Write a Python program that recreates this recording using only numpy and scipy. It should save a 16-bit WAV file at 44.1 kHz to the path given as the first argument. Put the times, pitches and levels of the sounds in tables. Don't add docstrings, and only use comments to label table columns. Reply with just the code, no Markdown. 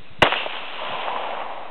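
import sys
import numpy as np
from scipy import signal
from scipy.fft import rfft, irfft
from scipy.io import wavfile

SR = 44100
rng = np.random.default_rng(int(sys.argv[2]) if len(sys.argv) > 2 else 0)


def pcm_store(signal):
    levels = np.round(np.clip(np.atleast_2d(signal), -1, 1) * 32767)
    wavfile.write(sys.argv[1], SR, levels.astype(np.int16).T)


N = 74970
TIME = np.arange(N) / SR
SHOT_S = 0.2203
BANDWIDTH_HZ = 4850


def from_db(db):
    return 10 ** (np.asarray(db) / 20)


def unit_rms(x):
    return x / np.sqrt(np.mean(x ** 2) + 1e-20)


def butter(x, hz, kind, order=2):
    return signal.sosfilt(signal.butter(order, hz, kind, fs=SR, output="sos"), x + 1e-18)


def coloured(x, spectrum):
    hz, db = np.transpose(spectrum)
    bins_hz = np.maximum(np.arange(N // 2 + 1) * SR / N, 1)
    gain = from_db(np.interp(np.log(bins_hz), np.log(hz), db))
    in_band = (bins_hz > 20) & (bins_hz < BANDWIDTH_HZ)
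    return unit_rms(irfft(rfft(x) * gain * in_band, N))


def scatter(spectrum, rate_per_s=5000, spread_db=3):
    arrivals = rng.random(N) < rate_per_s / SR
    sizes = from_db(spread_db * np.minimum(rng.exponential(1, N), 3))
    signs = rng.choice([-1, 1], N)
    return coloured(arrivals * sizes * signs, spectrum)


def burst(start_s, t60_s, hold_s=0):
    return (TIME >= start_s) * from_db(-60 * np.maximum(TIME - start_s - hold_s, 0) / t60_s)


def contour(points):
    return (TIME >= SHOT_S) * from_db(np.interp(TIME, *np.transpose(points)))


def shock(start_s, overpressure_ms):
    age = np.maximum(TIME - start_s, 0) * 1000 / overpressure_ms
    return (TIME >= start_s) * (1 - age) * np.exp(-age)


def mode(x, pitch_hz, t60_s):
    radius = from_db(-60 / (t60_s * SR))
    angle = 2 * np.pi * pitch_hz / SR
    return signal.lfilter([0, np.sin(angle)], [1, -2 * radius * np.cos(angle), radius ** 2], x + 1e-18)


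# freq_hz, gain_db
AIR_SPECTRUM = [(40, -4.5), (100, 0), (250, 3.5), (600, 1), (1200, -1), (1800, -5), (2600, 0.5), (3200, -4),
                (3750, 2), (4400, 3.5)]
# centre_s, level_db, sigma_s, pitch_hz
WIND_BUMPS = [(0.014, -43, .005, 128), (0.112, -38, .005, 100), (0.131, -46, .005, 163),
              (0.195, -30, .0032, 150), (0.897, -39, .005, 190), (0.914, -37, .005, 110),
              (0.930, -39, .004, 200), (0.948, -43, .005, 160)]


def wind():
    out = from_db(-46) * coloured(rng.standard_normal(N), AIR_SPECTRUM)
    for centre_s, level_db, sigma_s, pitch_hz in WIND_BUMPS:
        t = TIME - centre_s
        envelope = np.exp(-0.5 * (t / sigma_s) ** 2)
        out += from_db(level_db) * envelope * np.sin(2 * np.pi * pitch_hz * t)
    return out


# start_s, length_s, start_hz, end_hz, level_db
BIRD_CHIRPS = [(0.048, 0.024, 2720, 2540, -51), (0.069, .03, 2700, 2420, -49)]


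def bird():
    out = np.zeros(N)
    for start_s, length_s, start_hz, end_hz, level_db in BIRD_CHIRPS:
        progress = np.clip((TIME - start_s) / length_s, 0, 1)
        pitch_hz = start_hz + (end_hz - start_hz) * progress
        tone = np.sin(2 * np.pi * np.cumsum(pitch_hz) / SR)
        out += from_db(level_db) * np.sin(np.pi * progress) * tone
    return out


# start_s, relative_db, overpressure_ms
SHOCK_FRONTS = [(0.2203, 4, 0.15), (0.2214, 11.5, 0.15), (0.2230, 4, 0.12), (0.2240, 10.5, 0.62),
                (0.2257, 10, 0.49), (0.2267, 17.5, .5), (0.2283, 6, 0.58), (0.2298, 3.5, 0.99)]
# pitch_hz, gain_db, t60_s
BLAST_RESONANCES = [(550, -7.5, 0.022), (960, -11, 0.022), (1280, -14.5, 0.015), (2034, -14, 0.019),
                    (2795, -10.5, 0.015)]
# freq_hz, gain_db
GAS_SPECTRUM = [(40, -11), (170, -6), (330, -3), (530, 5), (730, -3), (950, 2), (1300, -1), (1700, -6),
                (2700, -8), (4000, -7)]


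def muzzle_blast():
    fronts = sum(from_db(db) * shock(start_s, ms) for start_s, db, ms in SHOCK_FRONTS)
    jumps = np.diff(fronts, prepend=0)
    body = sum(from_db(db) * mode(jumps, hz, t60_s) for hz, db, t60_s in BLAST_RESONANCES)
    crack = butter(fronts + body, 110, "high", order=1)
    turbulence = coloured(rng.standard_normal(N), GAS_SPECTRUM)
    gas = turbulence * burst(start_s=0.2229, t60_s=0.025, hold_s=0.0057)
    thump = butter(shock(start_s=0.2245, overpressure_ms=1.2), [129, 230], "band")
    return from_db(-5) * crack + from_db(-2.5) * gas + from_db(-2) * thump


# freq_hz, gain_db
GROUND_SPECTRUM = [(60, -29), (150, -15.5), (300, 0), (600, 3.5), (1000, 2.5), (1400, -4.5), (2100, -5),
                   (3000, -2.5), (3900, -9.5)]


def ground_scatter():
    reflections = scatter(GROUND_SPECTRUM, rate_per_s=1700, spread_db=2)
    return from_db(-16) * burst(SHOT_S, t60_s=0.11, hold_s=0.042) * reflections


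# time_s, level_db
FOLIAGE_LEVELS = [(0.22, -68), (0.24, -28.5), (0.33, -25), (0.41, -27.5), (0.49, -33.5), (0.55, -30),
                  (0.65, -34), (0.75, -33.5), (0.87, -31.5), (1.0, -32), (1.15, -37), (1.29, -37.5),
                  (1.45, -46), (1.7, -53.5)]
# freq_hz, gain_db
FOLIAGE_SPECTRUM = [(100, -26.5), (250, -12), (550, -3.5), (1100, -0.5), (1500, -2.5), (2100, -3),
                    (2700, 3), (3300, 0.5), (3900, -6), (4400, 1)]


def foliage_hiss():
    return contour(FOLIAGE_LEVELS) * scatter(FOLIAGE_SPECTRUM)


# start_s, peak_db, low_hz, high_hz, spray_db, spray_t60_s
REFLECTORS = [(0.248, -15, 405, 1520, -35, 0.022), (0.2550, -5, 600, 3000, -22, 0.026),
              (0.2600, -12, 446, 1500, -20.5, 0.044), (0.2674, -8, 584, 3210, -20, 0.038),
              (0.2735, -8, 450, 1200, -47, .07), (0.3229, -3.5, 610, 3140, -24, 0.032),
              (0.328, -16.5, 450, 1100, -21, 0.046), (0.3392, -5, 1350, 3200, -24, .03),
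              (0.3580, -21, 400, 900, -24.5, 0.071), (0.4065, -21.5, 500, 900, -30, 0.05),
              (0.4325, -23.5, 500, 1200, -38, .03), (0.4615, -15, 538, 946, -23, .025),
              (0.4644, -19.5, 488, 730, -44, 0.014), (0.5215, -26, 2000, 3360, -43, .15),
              (0.531, -28.5, 330, 1500, -32.5, .22), (1.0822, -14, 640, 1290, -37.5, 0.015),
              (1.1615, -16.5, 850, 1140, -25, .025), (1.236, -23, 700, 1270, -33, 0.023),
              (1.350, -23, 669, 1210, -29, 0.034), (1.4026, -18.5, 617, 1014, -29, 0.029),
              (1.6535, -35, 598, 1000, -28.5, .04)]


def echoes():
    out = np.zeros(N)
    for start_s, peak_db, low_hz, high_hz, spray_db, spray_t60_s in REFLECTORS:
        pulse = butter(shock(start_s, overpressure_ms=0.29), [low_hz, high_hz], "band")
        spray = unit_rms(butter(rng.standard_normal(N), [low_hz, high_hz], "band"))
        out += from_db(peak_db) * pulse / np.abs(pulse).max()
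        out += from_db(spray_db) * spray * burst(start_s, spray_t60_s)
    return butter(out, 250, "high")


# start_s, level_db
METAL_STRIKES = [(0.293, -30), (0.314, -30.5), (0.362, -26.5), (0.385, -34.5)]
# pitch_hz, relative_db, t60_s
METAL_MODES = [(2630, -6.5, .5), (2685, -5, .35), (2752, -3, 0.46), (2800, -6, .3), (2932, -3, .45),
               (3210, -7.5, .35)]


def metal_ring():
    cluster = unit_rms(butter(rng.standard_normal(N), [2570, 2950], "band"))
    power = sum((from_db(db) * burst(start_s, t60_s=0.24)) ** 2 for start_s, db in METAL_STRIKES)
    out = cluster * np.sqrt(power)
    starts_s, strike_db = np.transpose(METAL_STRIKES)
    for pitch_hz, relative_db, t60_s in METAL_MODES:
        signs = rng.choice([-1, 1], len(starts_s))
        clicks = np.zeros(N)
        clicks[(starts_s * SR).astype(int)] = from_db(strike_db) * signs
        out += from_db(relative_db - 3.5) * mode(clicks, pitch_hz, t60_s)
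    return out


# time_s, level_db
ROLL_LEVELS = [(0.22, -67), (0.5, -39.5), (0.74, -41), (0.81, -31), (0.88, -30), (1.0, -30), (1.12, -28),
               (1.3, -29.5), (1.42, -29), (1.48, -33.5), (1.58, -34.5), (1.7, -38.5)]
# freq_hz, gain_db
ROLL_SPECTRUM = [(100, -36.5), (220, -17.5), (400, -15), (520, -5), (680, -1.5), (1000, -0.5), (1200, -9),
                 (1500, -15.5), (2200, -16), (3000, -18), (3900, -36)]


def tree_line_roll():
    return contour(ROLL_LEVELS) * scatter(ROLL_SPECTRUM)


def scene():
    shot = muzzle_blast() + echoes() + metal_ring()
    landscape = ground_scatter() + foliage_hiss() + tree_line_roll()
    return (wind() + bird() + shot + landscape)[None]


def record(dry):
    limit, dc_offset = 0.74, -0.023
    mic = butter(dry, 3804, "low", order=6)
    saturated = limit * np.tanh(mic / limit)
    bass_cut = butter(saturated, 55.5, "high", order=1)
    band_filter = signal.cheby2(14, 80, BANDWIDTH_HZ, fs=SR, output="sos")
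    clipped = np.clip(signal.sosfilt(band_filter, bass_cut), -limit, limit)
    output_filter = signal.cheby2(12, 70, 17000, fs=SR, output="sos")
    return signal.sosfilt(output_filter, clipped) + dc_offset


dry = scene()
out = record(dry)
pcm_store(out)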